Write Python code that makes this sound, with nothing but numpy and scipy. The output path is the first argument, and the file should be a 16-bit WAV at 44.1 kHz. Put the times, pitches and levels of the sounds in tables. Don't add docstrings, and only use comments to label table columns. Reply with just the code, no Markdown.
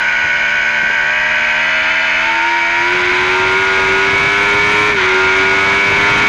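import sys
import numpy as np
from scipy import signal
from scipy.fft import rfft, irfft, next_fast_len
from scipy.io import wavfile
from scipy.ndimage import uniform_filter1d, minimum_filter1d

SR = 44100
rng = np.random.default_rng(int(sys.argv[2]) if len(sys.argv) > 2 else 0)


def log_audio(samples):
    frames = np.atleast_2d(samples).T
    limited = np.clip(frames, -1, 1)
    pcm = np.round(limited * 32767).astype(np.int16)
    wavfile.write(sys.argv[1], SR, pcm)


N = 276948

# frequency in Hz, relative level in dB.
SHAKE_SPECTRUM = [(8, -30), (25, 2.5), (38, 9.5), (55, 1), (110, -49)]
# start in seconds, level in dB.
KNOCKS = [(.241, -17.5), (.832, -20), (.899, -21)]
# time in seconds, level in dB.
WIND_LEVEL = [(0, -44), (2.5, -47.5), (3.0, -37), (3.45, -31), (4.7, -25.5), (5.25, -30.5), (6.28, -21.5)]
# start in seconds, level in dB, decay in seconds.
GUSTS = [(0.24, -29, .011), (1.3, -33, .014), (2.8, -32, .014), (2.94, -28, .015), (3.115, -24, .014),
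         (3.4, -28, .05), (3.77, -26, .05), (4.13, -26, .04), (5.97, -22, .03)]
# frequency in Hz, relative level in dB.
WIND_SPECTRUM = [(12, -26.5), (30, -3.5), (60, -2), (100, 0), (200, -1), (350, -4.5), (600, -4.5),
                 (1200, -11), (3000, -61.5)]

# time in seconds, four-stroke cycles per second.
REVS = [(0.0, 73.9), (0.05, 73.2), (0.75, 74.9), (0.82, 74.2), (0.96, 76.1), (1.01, 74.2), (1.31, 77.1),
        (1.36, 75.9), (1.94, 80.1), (2.17, 79.5), (2.26, 82.0), (2.4, 82.7), (2.48, 85.2), (2.69, 84.9),
        (2.8, 86.3), (2.97, 90.9), (3.02, 89.9), (3.55, 94.6), (3.58, 95.9), (3.88, 95.7), (4.91, 105.2),
        (5.02, 91.8), (5.05, 93.5), (5.25, 94.2), (6.03, 101.1), (6.28, 102.6)]
# time in seconds, throttle from 0 to 1, roughness from 0 to 1.
THROTTLE = [(0, 0.07, 0.61), (1.15, .05, .43), (1.9, 0.28, 0.54), (2.15, 0.23, 0.54), (2.28, 0.45, 0.52),
            (2.52, .52, 0.56), (2.69, 0.36, 0.4), (2.92, 0.72, 0.5), (3.17, .85, 0.88), (3.32, 0.94, 0.45),
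            (4.2, 0.97, 0.33), (6.28, 0.92, 0.42)]
# time in seconds, level in dB.
ENGINE_LEVEL = [(0, -13.5), (3.4, -13), (4.05, -12), (4.5, -11.5), (5.2, -10.5), (5.8, -11.5), (6.28, -7.5)]
CYLINDER_DB = [3.5, 3.9, 1.9, 0.5]
# time in seconds, level in dB.
WHINE_LEVEL = [(0, -44.5), (1.3, -46.5), (1.7, -37.5), (2.2, -37.5), (2.4, -48), (2.9, -46), (3.3, -58)]
# multiple of the cycle rate, offset from the whine level in dB.
GEAR_MESH = [(37, 5), (38, 4), (44, -2), (55, -4)]
# frequency in Hz, relative level in dB.
CRACKLE_SPECTRUM = [(4000, -14), (7000, 2), (9000, -2), (11500, -9.5), (13000, -21.5), (15000, -31),
                    (18000, -42)]
# frequency in Hz, relative level in dB.
VALVE_SPECTRUM = [(2500, -16), (3100, 6), (3600, -3.5), (4300, 0), (4600, -4.5), (4950, 4.5), (5500, -8),
                  (6500, 1), (6950, -8), (7600, -22.5), (11000, -51.5), (15000, -65)]
# centre in Hz, width in Hz, relative level in dB.
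CASE_MODES = [(654, 110, -14.5), (909, 88, -7), (1573, 214, -0.5), (1907, 190, -8.5), (2280, 340, -1),
              (2930, 227, -6.5)]
# frequency in Hz, relative level in dB.
RUSH_SPECTRUM = [(300, -20.5), (600, -22), (800, -20.5), (950, 0.5), (1130, -9), (1500, -2), (1800, -2.5),
                 (2230, 3.5), (2550, -3.5), (2800, -12), (3300, -11.5), (4200, -18), (7000, -64)]
# frequency in Hz, relative level in dB.
RASP_SPECTRUM = [(2200, -18.5), (3000, 0.5), (3800, -4), (4300, -6), (4750, -2.5), (5300, -5.5),
                 (6400, -4.5), (7000, -10.5), (8000, -20.5), (12000, -39.5)]
# frequency in Hz, relative level in dB.
BUZZ_SPECTRUM = [(2400, -22), (3100, 2), (3800, 3), (4250, -4), (4750, -2), (5300, -15), (5950, -13),
                 (6600, -19), (7500, -36), (12000, -60)]
# centre in Hz, width in Hz, boost in dB.
AIRBOX_MODES = [(369, 26, 15.5), (577, 58, -9.5), (927.5, 42, 6), (1424, 116, 13.5), (1505, 40, 6.5),
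                (1945, 143, 6), (2346, 553, 18), (2566, 214, 6.5)]
# centre in Hz, width in Hz, full-throttle boost in dB.
OPEN_INTAKE_MODES = [(308, 12, 3), (1450, 50, 2), (2060, 90, -6), (2180, 60, 4.5), (2275, 90, 8.5),
                     (2370, 70, -12)]
# multiple of the cycle rate, relative dB at shut, half and full throttle.
ENGINE_ORDERS = [(1, -48, -49.5, -42), (2, -43.5, -49.5, -43.5), (3, -41, -43.5, -37), (5, -58.5, -46, -39),
                 (6, -47.5, -49, -35), (7, -42.5, -33, -35.5), (8, -28, -32, -43), (9, -39, -40, -33),
                 (10, -36.5, -59.5, -27), (11, -54.5, -20, -33.5), (12, -35, -40, -33.5),
                 (13, -33, -45, -30), (14, -48, -43, -39), (15, -34.5, -44.5, -35), (16, -51, -37, -40),
                 (17, -43, -35.5, -29.5), (18, -46, -36, -42), (19, -53.5, -33.5, -51),
                 (20, -31, -28, -50.5), (21, -21, -55, -43), (22, -33.5, -33, -40.5), (23, -35, -40, -42),
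                 (24, -32.5, -51.5, -45.5), (25, -32.5, -41, -49.5), (26, -36.5, -44.5, -48.5),
                 (27, -40, -42.5, -52.5), (28, -61, -57.5, -41), (29, -40, -49, -75), (30, -39, -49.5, -40),
                 (31, -60.5, -47.5, -45), (32, -46, -47, -50.5), (33, -49.5, -39.5, -40)]

FIRINGS = len(CYLINDER_DB)
CUT_S, CATCH_S = 4.946, 5.01
WAVER_DB, WAVER_HZ = 1.32, 3.4


def from_db(db):
    return 10 ** (np.asarray(db) / 20)


def unit_rms(x):
    return x / np.sqrt(np.mean(x ** 2) + 1e-20)


def running_rms(x, seconds):
    size = max(int(seconds * SR), 2)
    return np.sqrt(np.abs(uniform_filter1d(uniform_filter1d(x ** 2, size), size)) + 1e-12)


def automation(rows):
    times, *columns = np.transpose(rows)
    return [np.interp(np.arange(N) / SR, times, column) for column in columns]


def drift(rate_hz, step=1):
    hop, settle = 40, 2000
    pole = np.exp(-2 * np.pi * hop * rate_hz / SR)
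    noise = rng.standard_normal(N // hop + settle + 2)
    slow = signal.lfilter([1], [1, -2 * pole, pole * pole], noise)[settle:]
    return np.interp(np.arange(0, N, step) / hop, np.arange(len(slow)), unit_rms(slow))


def swell(centre_s, length_s):
    return np.exp(-(2 * (np.arange(N) / SR - centre_s) / length_s) ** 2)


def burst(start_s, decay_s, attack_s):
    age = np.arange(N) / SR - start_s
    return np.clip(age / attack_s, 0, 1) * np.exp(-np.maximum(age, 0) / decay_s)


def bell(hz, centre_hz, width_hz):
    return 1 / (1 + (2 * (hz - centre_hz) / width_hz) ** 2)


def bandpass(x, low_hz, high_hz):
    return signal.sosfilt(signal.butter(2, [low_hz, high_hz], "band", fs=SR, output="sos"), x)


def colour(x, spectrum):
    size = next_fast_len(N + SR // 10)
    hz, db = np.transpose(spectrum)
    bin_hz = np.maximum(np.arange(size // 2 + 1) * SR / size, 1)
    gain = from_db(np.interp(np.log(bin_hz), np.log(hz), db))
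    return unit_rms(irfft(rfft(x, size) * gain, size)[:N])


def chassis():
    shake = from_db(-47) * colour(rng.standard_normal(N), SHAKE_SPECTRUM)
    thud = unit_rms(bandpass(rng.standard_normal(N), low_hz=80, high_hz=550))
    knocks = sum(from_db(db) * burst(start, decay_s=0.008, attack_s=0.0012) for start, db in KNOCKS)
    return shake + thud * knocks


def wind(swing_db=2, swing_hz=7.7):
    bed_db, = automation(WIND_LEVEL)
    bed = from_db(bed_db + swing_db * drift(swing_hz))
    gusts = sum(from_db(db) * burst(start, decay, attack_s=0.0024) for start, db, decay in GUSTS)
    return (bed + gusts) * colour(rng.standard_normal(N), WIND_SPECTRUM)


def gear_whine(cycle, wobble_rad=0.99, wobble_hz=16):
    whine_db, = automation(WHINE_LEVEL)
    whine = 0
    for teeth, db in GEAR_MESH:
        phase = 2 * np.pi * teeth * cycle + wobble_rad * drift(wobble_hz)
        whine = whine + from_db(whine_db + db) * np.sqrt(2) * np.sin(phase)
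    return whine


def crackle(cycle_hz, top_db=-44, db_per_hz=0.58, patchy_db=3.5):
    grains = rng.standard_normal(N) * from_db(patchy_db * drift(rate_hz=150))
    level_db = top_db + db_per_hz * (cycle_hz - cycle_hz.max())
    return from_db(level_db) * colour(grains, CRACKLE_SPECTRUM)


def stroke_noise(cycle, sharpness, depth=1):
    firing = cycle * FIRINGS
    strength = from_db(CYLINDER_DB)[firing.astype(int) % FIRINGS]
    pulse = np.exp(sharpness * (np.sin(np.pi * firing) ** 2 - 1))
    return rng.standard_normal(N) * (strength * pulse) ** depth


def valve_tick(cycle):
    return colour(stroke_noise(cycle, sharpness=0.95, depth=0.7), VALVE_SPECTRUM)


def case_clatter(cycle, accent=0.16):
    knocks = stroke_noise(cycle, sharpness=0.42) * np.exp(accent * np.cos(2 * np.pi * cycle))
    ring = sum(from_db(db) * bandpass(knocks, hz - width / 2, hz + width / 2)
               for hz, width, db in CASE_MODES)
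    return unit_rms(ring)


def intake_rush(cycle):
    return colour(stroke_noise(cycle, sharpness=0.99), RUSH_SPECTRUM)


def intake_rasp(cycle, partials=128, spread_db=2.5):
    hiss = colour(stroke_noise(cycle, sharpness=1.0, depth=0.7), RASP_SPECTRUM)
    strengths = from_db(rng.normal(0, spread_db, partials))
    wavetable = irfft(strengths * np.exp(2j * np.pi * rng.random(partials)), n=2048)
    buzz = np.interp(cycle % 1, np.linspace(0, 1, len(wavetable)), wavetable)
    return from_db(-2.5) * hiss + from_db(0.7) * colour(buzz, BUZZ_SPECTRUM)


def firing_note(cycle, cycle_hz, throttle, shut_db=-51, open_boost_db=26, boom_db=8.5):
    surge_db = 3.5 * burst(CATCH_S, decay_s=0.38, attack_s=0.14)
    db = shut_db + open_boost_db * throttle + surge_db + WAVER_DB * drift(WAVER_HZ)
    db += boom_db * bell(FIRINGS * cycle_hz, centre_hz=357, width_hz=60)
    return from_db(db) * np.sqrt(2) * np.sin(2 * np.pi * FIRINGS * cycle)


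def airbox_howl(cycle, cycle_hz, throttle, rough, bark):
    flutter_hz, lash_hz, blur_hz, bark_db = 14.7, 23.8, 2310, 25
    step = 5
    cycle, cycle_hz, throttle, rough, bark = (c[::step] for c in (cycle, cycle_hz, throttle, rough, bark))
    slack = 1 - throttle
    howl = 0
    for order, *levels_db in ENGINE_ORDERS:
        hz = order * cycle_hz
        db = np.interp(throttle, [0, 0.5, 1], levels_db)
        db += sum(boost * bell(hz, centre, width) for centre, width, boost in AIRBOX_MODES)
        db += throttle * sum(boost * bell(hz, centre, width) for centre, width, boost in OPEN_INTAKE_MODES)
        db += bark * bark_db * bell(hz, centre_hz=1815, width_hz=90)
        db += WAVER_DB * drift(WAVER_HZ, step)
        lag = 0.018 * order ** 2 + (0.35 + throttle / 2) * rng.uniform(-0.84, 1) / 2
        rattle = drift(lash_hz, step)
        alternation = 0.5 * np.cos(np.pi * cycle + 2 * np.pi * rng.random())
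        lash = slack * (rattle + alternation)
        blur = rough * hz / blur_hz
        phase = 2 * np.pi * (order * cycle - lag) + blur * (drift(flutter_hz, step) + lash)
        flutter = 1 + blur * drift(flutter_hz, step) / 2
        howl = howl + from_db(db) * np.sqrt(2) * flutter * np.sin(phase)
    return signal.resample_poly(howl, step, 1)[:N]


def engine(hunt_share=0.00399, hunt_hz=6.94):
    cycle_hz, = automation(REVS)
    throttle, rough = np.clip(automation(THROTTLE), 0, 1)
    cycle_hz *= 1 + hunt_share * (1 - throttle) * drift(hunt_hz)
    cycle = np.cumsum(cycle_hz) / SR
    opened, closed = np.sqrt(throttle), np.sqrt(1 - throttle)

    cut_db = -6 * swell(CUT_S, length_s=0.057)
    bark = swell(CATCH_S, length_s=0.18)
    rough = rough + 0.84 * bark
    engine_db = automation(ENGINE_LEVEL)[0] + cut_db

    howl = airbox_howl(cycle, cycle_hz, throttle, rough, bark)
    clatter = from_db(-12) * closed * case_clatter(cycle)
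    rush = from_db(-10.5) * opened * intake_rush(cycle)
    body = howl + rough * (clatter + rush)
    body = from_db(engine_db) * body / running_rms(body, seconds=0.094)

    valves = from_db(1) * closed * valve_tick(cycle)
    rasp = opened * intake_rasp(cycle)
    edge_db = engine_db - 22.5 + 5 * throttle ** 1.6
    treble = from_db(edge_db) * (valves + rasp) + gear_whine(cycle)
    return body + treble + firing_note(cycle, cycle_hz, throttle) + from_db(cut_db) * crackle(cycle_hz)


def scene():
    return (engine() + wind() + chassis())[None]


def record(dry, ceiling=0.62, hold_s=0.00097, cutoff_hz=15100):
    size = int(hold_s * SR)
    gain = minimum_filter1d(np.minimum(1, ceiling / (np.abs(dry) + 1e-9)), 2 * size)
    limited = dry * uniform_filter1d(uniform_filter1d(gain, size), size)
    return signal.sosfilt(signal.ellip(10, 0.1, 80, cutoff_hz, fs=SR, output="sos"), limited)


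dry = scene()
out = record(dry)
log_audio(out)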